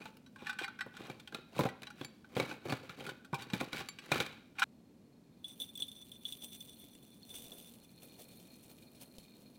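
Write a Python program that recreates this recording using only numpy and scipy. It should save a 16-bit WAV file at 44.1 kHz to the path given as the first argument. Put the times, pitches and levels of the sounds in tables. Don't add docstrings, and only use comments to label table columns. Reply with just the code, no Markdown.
import sys
import numpy as np
from scipy import signal
from scipy.fft import rfft, irfft
from scipy.io import wavfile
from scipy.ndimage import uniform_filter1d

SR = 44100
rng = np.random.default_rng(int(sys.argv[2]) if len(sys.argv) > 2 else 0)


def store_pcm(level_fs):
    pcm = np.round(np.clip(level_fs, -1, 1) * 32767).astype(np.int16)
    wavfile.write(sys.argv[1], SR, np.atleast_2d(pcm).T)


N = 422478
TIME = np.arange(N) / SR
AGE = TIME[:SR // 3]

# start in seconds, snap level in dB, table thud in dB,
# brightness in dB per octave, ring of the piece in Hz.
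SNAPS = [(0.0562, -45.5, -62, -3, 880), (1.0986, -45, -42.5, -1, 2370), (1.1978, -51.5, -70, 3.5, 3550),
         (1.324, -48, -50, -1, 1600), (1.346, -37, -43.5, -0.5, 1385), (1.5643, -53, -42.5, 6, 3850),
         (1.5912, -40, -25, -1.5, 2350), (1.607, -38, -53, 1, 2260), (1.6352, -38, -36, -1.5, 796),
         (1.653, -37, -28.5, -7, 780), (1.82, -49.5, -50, 3, 3000), (1.832, -44.5, -58, 0, 2620),
         (2.0122, -43.5, -39.5, -3, 3400), (2.3666, -37.5, -29.5, -5, 3300), (2.399, -31.5, -28, -1, 2270),
         (2.654, -50.5, -38.5, -2, 2260), (2.724, -36.5, -31, -1.5, 2400), (2.8951, -43.5, -58, -4.5, 1424),
         (3.005, -46.5, -45, -1, 3190), (3.3299, -46, -34, -4, 1190), (3.5345, -35, -29.5, -1.5, 2400),
         (3.602, -37.5, -53, -2.5, 2400), (3.61, -38.5, -31.5, 1, 2500), (3.73, -37, -43.5, -2.5, 1500),
         (4.1174, -27, -27.5, -0.5, 2460), (4.157, -35, -37, -5, 1400), (4.2019, -28.5, -33, 0, 2400),
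         (4.263, -42, -52, 0.5, 2400)]
# start in seconds, length in seconds, effort in dB.
SQUEEZES = [(0.01, 0.012, -56), (1.0, 0.12, -56), (1.58, 0.012, -47), (2.005, 0.018, -55.5),
            (2.38, 0.042, -42), (2.46, 0.053, -51.5), (2.69, 0.024, -43), (2.83, 0.1, -58),
            (2.99, 0.11, -53), (3.39, 0.049, -54), (3.55, 0.12, -53), (3.755, 0.052, -47),
            (4.04, 0.14, -55.5), (4.145, 0.058, -42), (4.28, 0.066, -58)]
# start in seconds, level in dB.
SMALL_CRACKLES = [(0.169, -57), (1.068, -56), (2.77, -57), (3.641, -58), (3.762, -48), (4.058, -53.5)]
# start in seconds, level in dB, brightness in dB per octave, favoured Hz.
CUP_KNOCKS = [(0.017, -49, 1, 2400), (0.262, -58, 5.5, 3900), (0.359, -49.5, 1.5, 1600),
              (0.467, -36.5, 2, 1780), (0.494, -34.5, 1, 1530), (0.528, -43.5, 3.5, 1570),
              (0.587, -34.5, 3, 1590), (0.642, -37, 3.5, 1680), (0.679, -41, 0.5, 1490),
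              (0.789, -41, 1, 1500), (0.807, -34.5, 2, 1720), (0.967, -47.5, 5, 1520),
              (1.274, -46, 4.5, 3120), (1.687, -43.5, 4, 1980), (1.869, -44.5, 2, 3900),
              (1.902, -48.5, 4.5, 1500), (2.244, -53, -1, 1500), (2.511, -40, 0, 1410),
              (3.065, -41, 5.5, 1500), (3.091, -40.5, 4, 1500), (3.246, -53.5, 5.5, 1500),
              (3.333, -33, -9, 1100), (3.343, -40.5, 7.5, 2380), (3.42, -45.5, 9.5, 2240),
              (3.5, -46, 3.5, 2160), (3.986, -44.5, 5, 2610), (4.2012, -36, 1, 2800),
              (4.585, -37.5, 1.5, 2350), (4.594, -38, 10.5, 1590), (4.619, -23.5, -3, 1560)]
# start in seconds, level in dB.
RIM_CLINKS = [(2.047, -42.5), (3.887, -39)]
# start in seconds, length in seconds, level in dB.
CUP_SCRAPES = [(0.385, 0.06, -57), (0.445, 0.065, -51), (0.598, 0.038, -43.5), (0.94, 0.14, -57.5),
               (3.39, 0.045, -55), (3.79, 0.026, -46.5), (4.555, 0.03, -62), (4.593, 0.003, -36),
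               (4.621, 0.024, -33)]
# start in seconds, table thud in dB.
TABLE_BUMPS = [(0.422, -46), (0.615, -40.5), (0.864, -46), (1.387, -47.5)]
# start in seconds, length in seconds, flow in dB.
POURS = [(5.48, 0.62, -69.5), (6.26, 0.36, -61.5), (6.72, 0.8, -72.5), (7.31, 0.27, -60.5),
         (8.02, 0.52, -68), (8.68, 0.51, -72), (9.37, 0.05, -72.5)]
# start in seconds, patter in dB, thud in dB.
CLUMPS = [(5.607, -51.5, -61), (5.802, -55.5, -61), (6.435, -56, -59), (6.794, -60.5, -75),
          (7.344, -52, -58), (7.52, -58, -55.5), (8.034, -53, -56.5), (8.195, -53.5, -53.5),
          (8.36, -60, -67), (8.634, -57, -68), (8.7, -57, -61), (9.017, -53.5, -56.5)]
# start in seconds, ring in dB, tick in dB.
GLASS_HITS = [(5.4435, -40, -57), (5.4815, -69, -54.5), (5.6007, -40.5, -48), (5.6181, -36, -50),
              (5.7535, -45.5, -52), (5.7753, -44.5, -48.5), (5.8217, -31, -45.5), (5.8815, -46.5, -53.5),
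              (5.916, -50, -55), (6.117, -47, -55), (6.2527, -35, -55.5), (6.3235, -40, -49),
              (6.4444, -47, -44), (6.6054, -46.5, -52), (7.3028, -51, -58), (7.3544, -49, -56),
              (7.5183, -47, -60)]
# start in seconds, level in dB.
HEAP_HITS = [(6.838, -60.5), (6.951, -56), (9.1833, -47.5)]
# time in seconds, level in dB.
SLIDE_LEVELS = [(4.75, -87), (5.4, -78.5), (6.5, -76), (7.75, -75), (7.95, -67.5), (9.58, -70)]
# frequency in Hz, relative level in dB, time to decay by 60 dB in seconds.
CUP_MODES = [(822, -5.5, 0.093), (1100, -7.5, 0.058), (1500, 1, 0.04), (1560, -9.5, 0.032),
             (1740, -8, 0.025), (1980, -8.5, 0.031), (2400, -3, 0.039), (2834, -6.5, 0.029),
             (3154, -10, 0.035), (3330, -12, 0.035), (3923, -14, 0.061), (4500, -17.5, 0.079),
             (5190, -21, 0.05), (5900, -20.5, 0.034), (8020, -28, 0.063)]
RIM_MODES = [(2270, -10, 0.055), (3870, -18.5, 0.092), (4570, -7.5, 0.061), (7240, -12.5, 0.098),
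             (10700, -17.5, 0.055)]
BOWL_BASE_MODES = [(3447, -0.71, 0.037), (3520, 0.86, 0.062)]
BOWL_WALL_MODES = [(5965, 10, 0.015), (8205, 1, 0.08), (9300, 2, 0.031), (9350, 3.5, 0.083),
                   (10360, -2, 0.066), (11560, -4.5, 0.031), (15300, 3, 0.036)]
BOWL_LIP_MODES = [(8700, -8.5, 0.059), (10070, -1, 0.043), (11100, -10, 0.045), (11700, -4.5, .04),
                  (12800, -6, 0.05), (13700, -1, 0.037), (15200, -5, .03)]
DISH_MODES = [(2426, -4.5, 0.04), (4266, 1, 0.046), (3740, -4.5, 0.019), (14260, -13, 0.016)]
# frequency in Hz, relative level in dB.
CRACK_SPECTRUM = [(40, -50.5), (200, -18), (700, -18), (1100, -1.5), (1450, 8), (1850, -6.5), (2400, 6),
                  (2750, -4), (3800, 3.5), (4700, -8.5), (8000, -12.5), (15500, -21.5)]
BAG_SPECTRUM = [(500, -2.5), (2200, -1), (4000, -3), (7600, -11), (12000, -12), (15500, -14)]
WOOD_SPECTRUM = [(40, -47.5), (80, -14.5), (125, 3), (190, 0), (260, 2), (450, -0.5), (530, -0.5),
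                 (620, -9), (800, -4), (920, -13), (1040, -8.5), (1800, -29), (5000, -40)]
HEAP_SPECTRUM = [(300, -1), (1500, -19), (3000, 3), (5000, -5.5), (9000, -2), (15500, -4.5)]
KITCHEN_SPECTRUM = [(20, -50), (45, -25.5), (161, -11.5), (236, -7), (344, -17.5), (545, -24), (1370, -39),
                    (5430, -45), (16000, -51.5)]


def cookies_in_bag(crunch, handling_db=-68.5):
    crack = colour(CRACK_SPECTRUM)
    grinding = grains(750, 1.7) * crunch
    out = undb(-6.5) * shower(grinding, chip, count=14)
    out += undb(-12.5) * shower(grinding, lambda: ring(CUP_MODES, detune=0.025))
    crinkles = grains(420, 1.9) * waver(14, db=3.5) * np.hypot(crunch, undb(handling_db))
    out += undb(-9.5) * shower(crinkles, lambda: flake(BAG_SPECTRUM), count=10)
    for s, snap_db, _, tilt_db, hz in SNAPS:
        cracks = cascade(0.005, follow_db=21)
        piece = undb(-3.5) * shard(hz, cycles=9.7)
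        steel = undb(-14) * ring(CUP_MODES, scatter_db=7, detune=0.021)
        snap = through(cracks, crack) + through(cracks, piece + steel)
        add(out, s, burst(tilted(snap, tilt_db), snap_db))
    for s, db in SMALL_CRACKLES:
        add(out, s, burst(through(cascade(0.004, follow_db=14), flake(BAG_SPECTRUM)), db))
    return out


def shard(hz, cycles):
    turns = hz * AGE
    return unit_energy(np.sin(2 * np.pi * turns) * np.exp(-turns / cycles))


def chip(low_hz=973, high_hz=4523):
    crunch = flake(CRACK_SPECTRUM)
    hz = low_hz * (high_hz / low_hz) ** rng.random()
    return crunch + shard(hz, cycles=7.5)[:len(crunch)]


def crushing_gains(softening_db_per_s=1.5):
    effort = swells(SQUEEZES, attack_s=0.025, release_s=0.04)
    yield_s, shed_s = 0.003, 0.026
    shedding = swells([(s, 0, db - 9) for s, db, _, _, _ in SNAPS], yield_s, shed_s)
    settling = swells([(s, 0, db - 14.5) for s, _, db, _, _ in SNAPS], yield_s, shed_s)
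    firmness = undb(4.5 - softening_db_per_s * TIME)
    crunch = np.hypot(effort, shedding) * waver(110, db=3)
    rumble = np.hypot(effort * firmness, settling) * waver(110, db=7.5)
    return crunch, rumble


def cups(build_s=0.0016):
    pressure = swells(CUP_SCRAPES, attack_s=0.003, release_s=0.008)
    rubbing = grains(730, 2.8) * pressure * waver(110, db=2.5)
    contact = colour(CRACK_SPECTRUM)
    out = shower(rubbing, lambda: ring(CUP_MODES, detune=0.025), count=6)
    out += undb(-7.5) * through(rubbing, contact)
    for s, db, tilt_db, hz in CUP_KNOCKS:
        skid = chatter(build_s, fade_s=0.0071)
        modes = favoured(CUP_MODES, hz)
        clank = ring(modes, scatter_db=0.5, detune=0.008) * np.minimum(AGE / build_s, 1)
        neighbours = ring(modes, detune=0.043) + ring(modes, detune=0.04)
        rattle = undb(-4.5) * through(skid, neighbours) + undb(-12) * through(skid, contact)
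        add(out, s, burst(tilted(clank + rattle, tilt_db), db))
    for s, db in RIM_CLINKS:
        rim = ring(RIM_MODES, scatter_db=1.5)
        tick = through(cascade(0.0028, follow_db=18.5), colour(BAG_SPECTRUM))
        add(out, s, burst(rim + undb(-2) * tick, db))
    return butterworth(out, 780, "high", order=6)


def chatter(build_s, fade_s):
    envelope = np.minimum(AGE / build_s, 1) * np.exp(-np.maximum(AGE - build_s, 0) / fade_s)
    return unit_energy(grains(5000, 2.654, size=len(AGE)) * envelope)


def table(rumble, deep_from_s=3.3, deep_to_s=3.6, deep_db=5):
    wood = colour(WOOD_SPECTRUM)
    out = through(grains(1200, 3.4) * rumble, wood)
    for s, _, thud_db, _, _ in SNAPS:
        add(out, s, burst(through(cascade(0.012, follow_db=8), wood), thud_db))
    for s, thud_db in TABLE_BUMPS:
        add(out, s, burst(through(cascade(0.01, follow_db=2.5), wood), thud_db))
    on_deep_spot = 1. 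* ((TIME > deep_from_s) & (TIME < deep_to_s))
    depth = undb(deep_db * uniform_filter1d(on_deep_spot, SR // 20))
    low = signal.sosfiltfilt(signal.butter(2, 230, fs=SR, output="sos"), out)
    return low * depth + (out - low) / depth


def pouring(covering_from_s=6.21, covering_db_per_s=8.5):
    trickle = swells(POURS, attack_s=0.043, release_s=0.24)
    attack_s, release_s = 0.0086, 0.022
    clumps = swells([(s, 0, db) for s, db, _ in CLUMPS], attack_s, release_s)
    thuds = swells([(s, 0, db) for s, _, db in CLUMPS], attack_s, release_s)
    heaping_s = np.maximum(TIME - covering_from_s, 0)
    bare = undb(-4.5 - covering_db_per_s * heaping_s)
    landings = grains(1400, 3) * np.hypot(trickle, clumps) * waver(45, db=8.5)
    on_heap = landings * (undb(2.5) - undb(5.5) * np.sqrt(bare))
    out = shower(on_heap, lambda: flake(HEAP_SPECTRUM), count=8)
    coarse = grains(60, 2.7) * trickle
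    out += undb(-2) * shower(coarse, lambda: flake(HEAP_SPECTRUM))
    weight = np.hypot(thuds, undb(-7) * heaping_s * trickle)
    soft_thud = colour([(40, -28), (120, -1), (520, 7.5), (1000, -7.5), (3000, -16.5)])
    out += through(grains(2200, 2.4) * weight, soft_thud)
    on_base, on_wall = landings * bare, landings * bare ** .7
    out += undb(11.5) * shower(on_base, lambda: ring(BOWL_BASE_MODES, 3, detune=0.0059), count=8)
    out += undb(3.5) * shower(on_wall, lambda: ring(BOWL_WALL_MODES, 1, detune=0.0064), count=7)
    on_lip = grains(550, 2.8) * np.hypot(undb(-0.5) * trickle, clumps) * bare ** .15
    return out + shower(on_lip, lambda: ring(BOWL_LIP_MODES, detune=0.0032), count=8)


def lumps(rise_s=0.00083, dish_tap_s=7.231):
    out = np.zeros(N)
    rise = np.minimum(AGE / rise_s, 1)
    for s, ring_db, tick_db in GLASS_HITS:
        tick = through(cascade(0.007, follow_db=35), colour(HEAP_SPECTRUM))
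        contacts = cascade(0.0078, follow_db=0)
        base = ring(BOWL_BASE_MODES, scatter_db=4.5, detune=0.002) * rise
        add(out, s, burst(through(contacts, base), ring_db))
        sides = ring(BOWL_WALL_MODES + BOWL_LIP_MODES, detune=0.002)
        add(out, s, burst(sides + undb(-3) * tick, tick_db))
    dish_tap = ring(favoured(DISH_MODES, pitch_hz=4300), scatter_db=10)
    add(out, dish_tap_s, burst(dish_tap, db=-54.5))
    out = butterworth(out, 2000, "high", order=4)
    for s, db in HEAP_HITS:
        tick = through(cascade(0.0032, follow_db=6), flake(HEAP_SPECTRUM))
        add(out, s, burst(tilted(tick, db_per_octave=-3.5), db))
    return out


def dish():
    flow = undb(np.interp(TIME, *np.transpose(SLIDE_LEVELS)))
    contacts = grains(700, 7.6) * flow * waver(28, db=2)
    return shower(contacts, lambda: ring(DISH_MODES, scatter_db=3.5, detune=0.012), count=8)


def room(x, wet_db, low_t60, high_t60, absorb_hz):
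    noise = rng.standard_normal(len(AGE)) * (AGE > .005)
    low = butterworth(noise, 1200, "low", order=2) * decay(low_t60)
    high = butterworth(noise, 1200, "high", order=2) * decay(high_t60)
    tail = butterworth(unit_energy(low - high), absorb_hz, "low", order=4)
    return x + undb(wet_db) * through(x, tail)


def kitchen(level_db=-61):
    return through(rng.standard_normal(N), colour(KITCHEN_SPECTRUM, size=8192)) * undb(level_db)


def ring(modes, scatter_db=5, detune=0):
    hz, db, t60 = np.transpose(modes)[:, :, None]
    hz = hz * (1 + detune * rng.standard_normal(hz.shape))
    weight = undb(db + scatter_db * rng.standard_normal(hz.shape)) * rng.choice([-1, 1], hz.shape)
    return unit_energy(np.sum(weight * np.sin(2 * np.pi * hz * AGE) * decay(t60), axis=0))


def favoured(modes, pitch_hz, boost_db=13.5, octaves=0.11):
    return [(hz, db + boost_db * np.exp(-(np.log2(hz / pitch_hz) / octaves) ** 2), t60)
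            for hz, db, t60 in modes]


def tilted(x, db_per_octave):
    size = 2 * len(x)
    octaves = np.log2(np.clip(np.fft.rfftfreq(size, 1 / SR), 500, 8000) / 2000)
    return irfft(rfft(x, size) * undb(db_per_octave * octaves), size)[:len(x)]


def flake(spectrum):
    age = AGE[:SR // 100]
    noise = rng.standard_normal(len(age)) * np.exp(-age * 1000)
    return unit_energy(np.convolve(noise, colour(spectrum)))


def grains(per_s, spread_db, size=N):
    strength = undb(spread_db * np.minimum(rng.exponential(size=size), 3))
    impacts = (rng.random(size) < per_s / SR) * strength * rng.choice([-1, 1], size)
    return impacts / np.sqrt(np.mean(impacts ** 2))


def cascade(fade_s, follow_db):
    run = grains(4000, 4.9, size=len(AGE)) * np.exp(-AGE / fade_s)
    run = undb(follow_db) * unit_energy(run)
    run[0] = 1
    return unit_energy(run)


def shower(impacts, strike, count=4):
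    spot = rng.integers(count, size=N)
    return sum(through(impacts * (spot == k), strike()[:SR // 16]) for k in range(count))


def swells(rows, attack_s, release_s):
    power = np.zeros(N)
    for s, length, db in rows:
        start = max(s - .25, 0)
        age = TIME[:2 * SR] + start - s
        fade = np.maximum(-age / attack_s, 0) + np.maximum((age - length) / release_s, 0)
        add(power, start, (undb(db) * np.exp(-np.minimum(fade, 20))) ** 2)
    return np.sqrt(power)


def waver(per_s, db):
    knots = rng.uniform(-1.71, 1, N // 100)
    return undb(db * np.interp(TIME * per_s, np.arange(len(knots)), knots))


def colour(spectrum, size=2048):
    hz, db = np.transpose(spectrum)
    bin_hz = np.arange(size // 2 + 1) * SR / size
    log_gain = np.log(undb(np.interp(np.log(bin_hz + 1), np.log(hz), db)))
    cepstrum = irfft(log_gain)
    cepstrum[1:size // 2] *= 2
    cepstrum[size // 2 + 1:] = 0
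    return unit_energy(irfft(np.exp(rfft(cepstrum))))


def through(x, response):
    return signal.oaconvolve(x.astype(np.float32), response.astype(np.float32))[:len(x)].astype(float)


def butterworth(x, hz, kind, order):
    return signal.sosfilt(signal.butter(order, hz, kind, fs=SR, output="sos"), x)


def decay(t60):
    return np.exp(-np.log(1000) * AGE / t60)


def burst(x, db):
    return x * undb(db) / np.sqrt(uniform_filter1d(x ** 2, SR // 250, mode="constant").max())


def unit_energy(x):
    return x / np.linalg.norm(x)


def undb(db):
    return 10 ** (np.asarray(db) / 20)


def add(out, s, x):
    start = max(int(s * SR), 0)
    out[start:start + len(x)] += x[:N - start]


def scene(change_s=4.64):
    crunch, rumble = crushing_gains()
    walls = dict(wet_db=-12.5, low_t60=0.38, high_t60=0.62, absorb_hz=5200)
    crushing = room(cookies_in_bag(crunch) + table(rumble), **walls) + room(cups(), **walls)
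    crumbs = pouring() + dish() + lumps()
    filling = room(crumbs, wet_db=-14, low_t60=0.23, high_t60=0.21, absorb_hz=11950)
    after = np.clip((TIME - change_s) / .004 + .5, 0, 1)
    return (crushing * (1 - after) + filling * after + kitchen())[None]


def record(dry):
    return signal.sosfilt(signal.ellip(10, .1, 80, 16000, fs=SR, output="sos"), dry)


dry = scene()
out = record(dry)
store_pcm(out)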